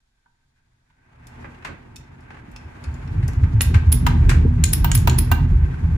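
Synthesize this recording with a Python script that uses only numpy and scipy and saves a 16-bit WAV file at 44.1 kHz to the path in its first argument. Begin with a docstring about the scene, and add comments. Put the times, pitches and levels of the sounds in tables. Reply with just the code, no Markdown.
"""Washing machine spinning up with a lopsided load

A front-loader's heavy wet laundry rocks the tub, thuds and booms in the cabinet: filtered noise and tone bursts.
Cloth and water churn: coloured noise that follows a drive level. Small parts tick, clatter and clunk inside.
A loose piece of metal, likely a coin, hits door glass, steel drum and door frame: noise bursts ring each part's
modes. A small hard room answers with decaying noise. Table levels are relative; each source sets its own gain."""
import sys
import numpy as np
from scipy import signal
from scipy.fft import rfft, irfft, next_fast_len
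from scipy.io import wavfile
from scipy.ndimage import uniform_filter1d, minimum_filter1d, map_coordinates

SR = 44100
rng = np.random.default_rng(int(sys.argv[2]) if len(sys.argv) > 2 else 0)


def to_wav(sig):
    """Store sig (one row per channel, or 1-D mono) as 16-bit WAV at the path in sys.argv[1].

    Samples outside -1..1 are clipped; the rate is SR.
    """
    pcm = np.clip(np.atleast_2d(sig), -1, 1) * 32767
    pcm = np.round(pcm).astype(np.int16)
    wavfile.write(sys.argv[1], SR, pcm.T)  # frames by channels


N = 263277  # length in samples


def amp(db):
    """Level law: decibels to amplitude gain."""
    return 10 ** (np.asarray(db) / 20)


def unit(x):
    """Normalization: scale to rms 1."""
    return x / np.sqrt(np.mean(x ** 2) + 1e-20)


def along(points, hz):
    """Logarithmic frequency scale: interpolate (f/Hz, value) points."""
    f, v = np.transpose(points)
    return np.interp(np.log(hz + 1), np.log(f + 1), v)


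def curves(rows):
    """Envelope: linear interpolation in time of each column after t/s."""
    s, *cols = np.transpose(rows)
    t = np.arange(N) / SR
    return [np.interp(t, s, c) for c in cols]


def wobble(rate):
    """Band-limited fluctuation: a smooth curve through random knots, rate a second."""
    knots = rng.standard_normal(int(N * rate / SR) + 4)
    return map_coordinates(knots, [np.arange(N) * rate / SR])


def add(track, s, sound):
    """Superposition: mix a sound into the track at time s."""
    start = max(round(s * SR), 0)
    track[..., start:start + sound.shape[-1]] += sound[..., :N - start]


def follow(drive_db, law):
    """Power-law response: gain of a part under a drive given in dB from full."""
    full_db, growth = law
    return amp(full_db + growth * drive_db)


def resonate(x, part):
    """Minimum-phase resonance: colour and modes filter x, ringing only after their cause."""
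    colour, modes = part
    m = 2 * next_fast_len(x.shape[-1])
    hz = np.fft.rfftfreq(m, 1 / SR)
    peaks = sum(db / (1 + (2 * (hz - f) / width) ** 2) for f, width, db in modes)
    cepstrum = irfft(np.log(amp(along(colour, hz) + peaks)))
    # folding the cepstrum onto positive time makes the filter causal
    cepstrum[1:m // 2] *= 2
    cepstrum[m // 2 + 1:] = 0
    response = np.exp(rfft(cepstrum))
    return irfft(rfft(x, m) * response)[..., :x.shape[-1]]


# Coherence of the diffuse field: f/Hz, left-right correlation
COHERENCE = [(60, 1), (125, 0.99), (250, 0.85), (500, -0.58), (1000, 0.14), (2000, -0.17), (5000, -0.081),
             (12000, 0.0023)]


def spread(pair):
    """Interchannel coherence: mid and side weights set the left-right correlation by frequency."""
    m = next_fast_len(N, True)
    correlation = np.clip(along(COHERENCE, np.fft.rfftfreq(m, 1 / SR)), -1, 1)
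    turn = np.arccos(correlation) / 2
    mid, side = irfft(rfft(pair, m) * [np.cos(turn), np.sin(turn)], m)[:, :N]
    return np.array([mid + side, mid - side])


def shaken(part, rate, lumpy_db):
    """Forced vibration: noise of wobbling level (rate knots/s) drives a part, levelled to rms 1 over 0.1 s."""
    pushes = rng.standard_normal((2, N)) * amp(lumpy_db * wobble(rate))
    x = resonate(spread(pushes), part)
    power = uniform_filter1d(np.mean(x ** 2, axis=0), size=SR // 10)
    return x / np.sqrt(np.abs(power) + 1e-20)


def strikes(rows, part, rise, t60, alike):
    """Impact excitation: uneven chatter with a rise and decay (s) rings a part's modes."""
    out, t = np.zeros((2, N)), np.arange(SR // 5) / SR
    turn = np.arccos(np.clip(alike, -1, 1)) / 2  # alike is the left-right correlation
    colour, modes = part
    lowest_hz = colour[0][0]
    envelope = (1 - np.exp(-t / rise)) * amp(-60 * t / t60)
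    for s, db, pan_db, bright_db in rows:
        grit = amp(np.interp(t, np.linspace(0, t[-1], 100), rng.normal(0, 2.8, 100)))
        chatter = grit * rng.standard_normal((2, len(t))) * envelope
        # a harder contact is brighter, and each spot favours other resonances
        tilted = [(hz, level + bright_db * np.log2(hz / lowest_hz)) for hz, level in colour]
        spot = [(hz, width, level + rng.normal(0, 1.8)) for hz, width, level in modes]
        mid, side = resonate(chatter, (tilted, spot))
        mid, side = unit(mid) * np.cos(turn), unit(side) * np.sin(turn)
        gains = amp([[db + pan_db / 2], [db - pan_db / 2]])
        add(out, s, np.array([mid + side, mid - side]) * gains)
    return out


# Reverberation time of the small hard room: f/Hz, T60/s
ROOM_DECAY = [(200, 0.68), (1000, 0.36), (4000, 0.37), (10000, 0.21), (15000, 0.17)]


def room(x):
    """Reverberation: convolution with noise whose decay time depends on frequency."""
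    hz, t, z = signal.stft(rng.standard_normal((2, SR // 2)), SR, nperseg=256)
    decay = amp(-60 * t / along(ROOM_DECAY, hz)[:, None])
    onset = 1 - np.exp(-t / 0.0016)
    tail = signal.istft(z * decay * onset, SR, nperseg=256)[1]
    return signal.fftconvolve(x, tail / np.linalg.norm(tail[0]), axes=1)[:, :N]


# Low background rumble: colour (f/Hz, level/dB); no modes
RUMBLE_PART = ([(10, -6), (30, 1), (50, -3), (80, -15), (160, -24), (260, -25), (450, -35), (1500, -61)], [])
# Hiss of spray, also the background hiss: colour (f/Hz, level/dB); modes (f/Hz, width/Hz, gain/dB)
SPRAY_PART = ([(1500, -19), (3500, 2), (5500, -2.5), (7200, -5.5), (9500, -8), (12000, -14.5),
               (15000, -29)], [(6850, 270, 6.5)])


def floor():
    """Stationary noise: a faint low rumble and hiss lie under everything."""
    rumble = amp(-70) * shaken(RUMBLE_PART, rate=13, lumpy_db=2.5)
    hiss = amp(-79) * shaken(SPRAY_PART, rate=28, lumpy_db=1.4)
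    return rumble + hiss


# How hard the lopsided load shakes the machine: t/s, level/dB
SHAKE_DRIVE = [(0, -74), (1.03, -54.5), (1.27, -38), (1.98, -39), (2.2, -42), (2.8, -36), (3.2, -17),
               (4.0, -14.5), (4.3, -9), (4.72, -13.5), (5.08, -10), (5.26, -13), (5.58, -11.5),
               (5.78, -21.5), (5.97, -12.5)]
# Drumming of the cabinet panels: t/s, level/dB
DRUMMING_DRIVE = [(0.0, -94), (0.85, -81), (1.41, -52), (1.8, -51.5), (2.11, -58.5), (3.03, -47.5),
                  (3.18, -41), (4.42, -32.5), (4.6, -36), (5.35, -34.5), (5.72, -43.5), (5.97, -41)]
# Tub rocking on its springs: colour (f/Hz, level/dB); modes (f/Hz, width/Hz, gain/dB)
SWAY_PART = ([(8, -26), (20, -6), (35, -6.5), (52, 5.5), (65, -22.5), (120, -67.5)], [(44.25, 21, 27)])
# Thrum of the tub: colour (f/Hz, level/dB); modes (f/Hz, width/Hz, gain/dB)
TUB_PART = ([(30, -48.5), (55, -21.5), (72, 1), (90, -1), (105, -12.5), (150, -42), (300, -77)],
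             [(79.3, 15, 12.4)])
# Boom in the box: colour (f/Hz, level/dB); modes (f/Hz, width/Hz, gain/dB)
BOOM_PART = ([(50, -50), (80, -16.5), (100, 2.5), (125, 7), (165, -6), (200, -13), (300, -43.5),
              (600, -87)], [(120.3, 6.4, 5.7), (161.2, 18, 9.8)])
# Cabinet panels: colour (f/Hz, level/dB); modes (f/Hz, width/Hz, gain/dB)
PANEL_PART = ([(120, -23.5), (200, -3.5), (290, -4.5), (400, -13.5), (550, -24.5), (900, -43.5),
               (2000, -82)], [(241.55, 13, 14), (293, 81, 2), (369, 17, 7.6), (450, 59, 8.6)])
# Response of sway, tub and boom to the shaking: level at full drive/dB, growth/(dB per dB)
SWAY_RESPONSE = (-23, 1.14)
TUB_RESPONSE = (-21.5, 1.08)
BOOM_RESPONSE = (-22.5, 1.0)
FULL_SHAKE_DB = -13


def cabinet():
    """Unbalance excitation: the load rocks the tub on its springs and booms in the box; panels drum."""
    shake_db = curves(SHAKE_DRIVE)[0] - FULL_SHAKE_DB
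    sway = follow(shake_db, SWAY_RESPONSE) * shaken(SWAY_PART, rate=12, lumpy_db=5.5)
    tub = follow(shake_db, TUB_RESPONSE) * shaken(TUB_PART, rate=25, lumpy_db=5)
    boom = follow(shake_db, BOOM_RESPONSE) * shaken(BOOM_PART, rate=35, lumpy_db=4)
    panels = amp(curves(DRUMMING_DRIVE)[0] + 2.5) * shaken(PANEL_PART, rate=44, lumpy_db=3)
    tumble = amp(2 * wobble(14))  # the laundry's uneven fall varies all four together
    return tumble * (sway + tub + boom + panels)


# Rubbing of wet cloth in the drum: t/s, level/dB
RUB_DRIVE = [(0.0, -84.5), (0.93, -77.5), (1.13, -62), (1.41, -48.5), (1.58, -53.5), (2.04, -57),
             (2.68, -51), (2.83, -48), (3.84, -45), (4.11, -45), (4.26, -41.5), (4.44, -46.5),
             (5.29, -43.5), (5.57, -46.5), (5.97, -46)]
# Churning cloth and water: colour (f/Hz, level/dB); modes (f/Hz, width/Hz, gain/dB)
CHURN_PART = ([(200, -1.5), (550, -3.5), (850, -2), (1350, -5.5), (2400, -10), (3300, -21), (5000, -44.5),
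               (10000, -44)], [(700, 31, 1.9), (896, 74, 5.6), (1960, 32, 2.5)])
# Drum, rattled and struck: colour (f/Hz, level/dB); modes (f/Hz, width/Hz, gain/dB)
DRUM_PART = ([(150, -14.5), (420, 3), (650, 0.5), (1100, 7), (2100, 0.5), (2700, -1), (3300, -5.5),
              (5500, -13), (7200, -14.5), (11000, -24), (15000, -39.5)], [(1597, 150, 9.3),
              (1953, 440, 6.3), (2480, 640, 3.9)])
# Singing steel shell: colour (f/Hz, level/dB); modes (f/Hz, width/Hz, gain/dB)
SHELL_PART = ([(600, -44), (1300, -17.5), (1560, -6.5), (1850, -10), (2500, -12.5), (4000, -50.5)],
               [(1550, 85, 10)])
# Response of churn, rattles, spray and shell to the rubbing: level at full drive/dB, growth/(dB per dB)
CHURN_RESPONSE = (-43, 0.97)
RATTLE_RESPONSE = (-52, 0.82)
SPRAY_RESPONSE = (-60, 1.3)
SHELL_RESPONSE = (-54, 0.66)
FULL_RUB_DB = -45


def wash():
    """Friction and flow noise: wet cloth slops round the drum with rattles, spray and a singing shell."""
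    rub_db = curves(RUB_DRIVE)[0] - FULL_RUB_DB
    churn = follow(rub_db, CHURN_RESPONSE) * shaken(CHURN_PART, rate=62, lumpy_db=1.0)
    rattles = follow(rub_db, RATTLE_RESPONSE) * shaken(DRUM_PART, rate=70, lumpy_db=4)
    spray = follow(rub_db, SPRAY_RESPONSE) * shaken(SPRAY_PART, rate=39, lumpy_db=2.5)
    song = follow(rub_db, SHELL_RESPONSE) * shaken(SHELL_PART, rate=34, lumpy_db=1.5)
    song = song * amp(3.6 * wobble(12))
    return churn + rattles + spray + song


# Soft clunks as the drum takes up the load: t/s, level/dB, left-right/dB, brightness/(dB per octave)
CLUNK_HITS = [(0.257, -55, 0, -2.5), (0.898, -59, -3, 9), (1.064, -65, -9, -9.5), (4.461, -38, -6, -8),
              (5.739, -38, 3, 2)]
# Housing: colour (f/Hz, level/dB); modes (f/Hz, width/Hz, gain/dB)
HOUSING_PART = ([(200, -10), (600, -13.5), (900, 0), (1800, -4), (3500, -22.5), (12000, -61.5)],
                 [(924, 98, 13), (1520, 130, 12)])
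# Light ticks of small metal in the load: t/s, level/dB, left-right/dB, brightness/(dB per octave)
TICK_HITS = [(1.269, -40.5, 0, 1.5), (1.9593, -31, 1, 0.5), (2.206, -55, 0, 0), (2.515, -50.5, 0, 7),
             (2.5616, -32, 1, -6.5), (2.8394, -36, 10, -6), (2.9407, -44, 2.5, 0), (3.0754, -43, 6, -7.5),
             (3.2797, -30, 0, 5), (3.3328, -43.5, 4, 1), (3.4346, -47, -2, -1)]
# Small metal piece: colour (f/Hz, level/dB); modes (f/Hz, width/Hz, gain/dB)
TRINKET_PART = ([(400, -26), (1500, -4.5), (2600, -3.5), (5500, 2), (9500, -3), (15000, -10.5)],
                 [(2600, 240, 15), (3580, 150, 7.2), (4470, 110, 7.6), (5270, 160, 12), (6130, 320, 3.9),
                 (7050, 490, 8.7), (9550, 400, 6)])
# Duller clatter inside the drum: t/s, level/dB, left-right/dB, brightness/(dB per octave)
CLATTER_HITS = [(1.425, -44, 2, -2), (1.442, -30.5, -4, -5), (1.46, -42, 8, -11), (1.545, -42.5, 0, -1),
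                (1.622, -39, 1, -1), (1.647, -22.5, -1, 0.5), (1.667, -30, -3, -0.5),
                (1.689, -34.5, -10, -6.5), (1.709, -37, -2, -8.5), (2.304, -33.5, -1.5, -3),
                (2.343, -37.5, -4, -2.5), (2.367, -38.5, -1, -3.5), (2.842, -38, -2, -1.5),
                (3.225, -34.5, 3.5, 1.5), (3.283, -30.5, 0.5, -5.5), (3.434, -31, 1, -2),
                (3.741, -17.5, 0, 0.9), (4.292, -14.5, 0, 5), (4.309, -20, -2, -4), (4.332, -36, 0.5, -3.5)]


def knocks():
    """Direct and reverberant sound: ticks and muffled blows behind the door, partly by way of the room."""
    clunks = amp(-16.0) * strikes(CLUNK_HITS, HOUSING_PART, rise=0.0039, t60=0.045, alike=0.236)
    ticks = amp(-22.5) * strikes(TICK_HITS, TRINKET_PART, rise=.0003, t60=0.036, alike=0.25)
    clatter = amp(-19) * strikes(CLATTER_HITS, DRUM_PART, rise=0.0021, t60=0.072, alike=0.12)
    reverberant = amp(-5.0) * room(amp(-1.0) * ticks + clatter + clunks)
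    return ticks + clatter + clunks + reverberant


# The tub bumps the side panels: t/s, level/dB, left-right/dB, brightness/(dB per octave)
BUMP_HITS = [(2.478, -32.5, -2, -9.5), (4.447, -10.5, 0, -4.5), (4.49, -20, -1.5, -4)]
# Coin on the door frame: t/s, level/dB, left-right/dB, brightness/(dB per octave), coin's own ping/dB
COIN_FRAME_HITS = [(4.065, -9.5, 0, -1.95, -37), (4.844, -13.5, -2, -0.5, -23.5),
                   (5.073, -10.5, -1.5, -0.2, -31), (5.315, -10.5, -2, -1, -28)]


def bumps():
    """Impact-excited plates: panels boom when the tub bumps them, and at each bang on the door frame."""
    direct = amp(-18.5) * strikes(BUMP_HITS, PANEL_PART, rise=0.0038, t60=0.095, alike=0.78)
    jolts = [(s, db, 0, -9) for s, db, *_ in COIN_FRAME_HITS]
    return direct + amp(-23) * strikes(jolts, PANEL_PART, rise=.003, t60=0.14, alike=0.66)


# The load lands on the tub: t/s of the swell's peak, level/dB, pitch of the push f/Hz
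LANDINGS = [(2.544, -33, 50), (2.662, -25.5, 81), (2.886, -13, 76), (2.985, -21.5, 77), (3.121, -14.5, 94),
            (3.19, -9, 102), (3.24, -11, 119), (3.29, -15, 78), (3.38, -8.5, 82.5), (3.438, -1, 87.6),
            (3.558, -3, 101.5), (3.585, -5.5, 98), (3.675, -8, 77), (3.763, 0, 90.5), (3.882, 0, 80),
            (4.075, -16, 74), (4.209, -3.5, 76), (4.224, -8, 122), (4.27, -6, 47), (4.366, -2.5, 78),
            (4.493, -10, 84), (4.575, -7.5, 112), (4.63, -7, 74), (4.826, -6, 48), (4.868, -10.5, 118),
            (4.976, -4.5, 98), (5.08, -16, 76), (5.099, -7, 125), (5.321, -5.5, 84), (5.538, -6.5, 47),
            (5.56, -4.5, 78), (5.64, -3, 76), (5.848, -7.5, 81), (5.929, -12, 82)]
# a push swells to its peak over this many cycles; a steeper one is shorter
THUMP_SWELL_CYCLES, THUMP_STEEPNESS = 1.893, 4.76


def thumps():
    """Transient forcing: each landing is a sine push of a few cycles that leaves the tub ringing."""
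    out, t = np.zeros(N), np.arange(SR // 5) / SR
    for s, db, hz in LANDINGS:
        swell_s = THUMP_SWELL_CYCLES / hz
        age = t / swell_s
        swell = (age * np.exp(1 - age)) ** THUMP_STEEPNESS
        push = swell * np.sin(2 * np.pi * hz * t)
        add(out, s - swell_s, amp(db - 3.5) * push)
    return out + amp(-17.5) * resonate(out, TUB_PART)


# Coin on the door glass: t/s, level/dB, left-right/dB, brightness/(dB per octave)
COIN_GLASS_HITS = [(3.6078, -11.5, -3, -1.5), (4.638, -7.5, -2.5, 3.5), (4.9154, -12.5, -4, 0),
                   (4.9754, -25.5, 1, 0.5), (5.0964, -18, 0.5, -1)]
# Door glass: colour (f/Hz, level/dB); modes (f/Hz, width/Hz, gain/dB)
GLASS_PART = ([(200, -13), (1200, 0.5), (2700, 7), (5500, -3.5), (8000, -3), (12000, -5.5), (15500, -20)],
               [(1583, 69, 18.5), (4290, 200, 7), (5430, 280, 11), (6730, 290, 19.5), (7120, 530, 8),
               (7750, 280, 16), (9240, 300, 14.5)])


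def coin_on_glass():
    """Hard impact: a fast rise and short decay make the coin crack on the glass."""
    return amp(-21.5) * strikes(COIN_GLASS_HITS, GLASS_PART, rise=0.00054, t60=0.017, alike=0.49)


# Coin on the steel drum: t/s, level/dB, left-right/dB, brightness/(dB per octave)
COIN_STEEL_HITS = [(3.6162, -12, 1.5, -0.3), (3.9229, -8, -0.5, 0.3), (4.7323, -8.5, -1, -0.5),
                   (4.9503, -10, 0, -1), (5.1853, -11, -2.5, -1.7)]
# Steel drum under the coin: colour (f/Hz, level/dB); modes (f/Hz, width/Hz, gain/dB)
STEEL_PART = ([(200, -17), (800, -2.5), (2600, 3.5), (8000, 1.5), (10000, 7), (13000, 4.5), (15500, -10.5)],
               [(5240, 300, 4.8), (9900, 230, 9.6), (10670, 540, 17.7), (11280, 410, 6.5), (12000, 220, 15),
               (14780, 510, 26.4)])


def coin_on_steel():
    """Repeated contact: the coin grazes the steel 4.5 ms before it lands with a chink."""
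    landing = amp(-20.0) * strikes(COIN_STEEL_HITS, STEEL_PART, rise=0.0018, t60=0.02, alike=.3)
    grazes = [(s - .0045, db, pan, bright) for s, db, pan, bright in COIN_STEEL_HITS]
    return landing + amp(-29.5) * strikes(grazes, STEEL_PART, rise=.002, t60=0.061, alike=.3)


# Door frame: colour (f/Hz, level/dB); modes (f/Hz, width/Hz, gain/dB)
FRAME_PART = ([(120, 10.5), (500, -2.5), (700, 9.5), (950, 13.5), (1300, 10.5), (1700, 8), (2700, 6.5),
               (4500, -0.5), (7200, -3.5), (9000, -6), (15000, -4.5)], [(734, 116, 5.4), (929, 150, 9),
               (1220, 63, 5.8), (1550, 54, 7.6), (2775, 75, 7.2), (7130, 250, 7.7)])


def coin_on_frame():
    """Modal ringing of the struck body: the coin bangs on the frame."""
    bangs = [row[:-1] for row in COIN_FRAME_HITS]
    return amp(-18.5) * strikes(bangs, FRAME_PART, rise=0.0019, t60=0.034, alike=0.19)


# The coin itself: colour (f/Hz, level/dB); modes (f/Hz, width/Hz, gain/dB)
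COIN_PART = ([(9000, -48), (13000, -21.5), (14500, -5.5), (16000, -8.5)], [(14700, 820, 10)])


def coin_ping():
    """Modal ringing of the striker: the coin's own high ping at each bang on the frame."""
    pings = [(s, db, -4, 0) for s, *_, db in COIN_FRAME_HITS]
    return amp(-10.5) * strikes(pings, COIN_PART, rise=.0005, t60=0.023, alike=0.34)


def coin():
    """Direct and reverberant sound: the coin's hits and the room's answer to them."""
    bright = coin_on_glass() + coin_on_steel() + coin_ping()
    frame = coin_on_frame()
    return bright + frame + amp(-6.5) * room(bright) + amp(-7.0) * room(frame)


def scene():
    """Superposition: the whole machine, heard from just in front of the door."""
    return floor() + cabinet() + wash() + knocks() + bumps() + thumps() + coin()


# Treble balance of the two microphone ports: f/Hz, left minus right/dB
PORT_BALANCE = [(3000, -0.5), (7000, 2), (11000, 1.5), (14000, -5)]
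TOP_HZ = 15400  # upper band limit


def record(dry):
    """Transduction: ports of unequal treble, a look-ahead limiter on the peaks, then a steep band limit."""
    m = next_fast_len(N + SR // 2, True)
    hz = np.fft.rfftfreq(m, 1 / SR)
    soft_ends = signal.windows.tukey(N, .002)
    port_gains = amp(np.outer([.5, -.5], along(PORT_BALANCE, hz)))
    ports = irfft(rfft(dry * soft_ends, m) * port_gains, m)[:, :N]
    needed = 1 / np.maximum(np.abs(ports).max(axis=0) / .9, 1)
    held = minimum_filter1d(needed, size=SR // 200)
    gain = uniform_filter1d(held, size=SR // 200)
    band = 1 / (1 + (hz / TOP_HZ) ** 80)
    return irfft(rfft(ports * gain, m) * band, m)[:, :N]


dry = scene()
out = record(dry)
to_wav(out)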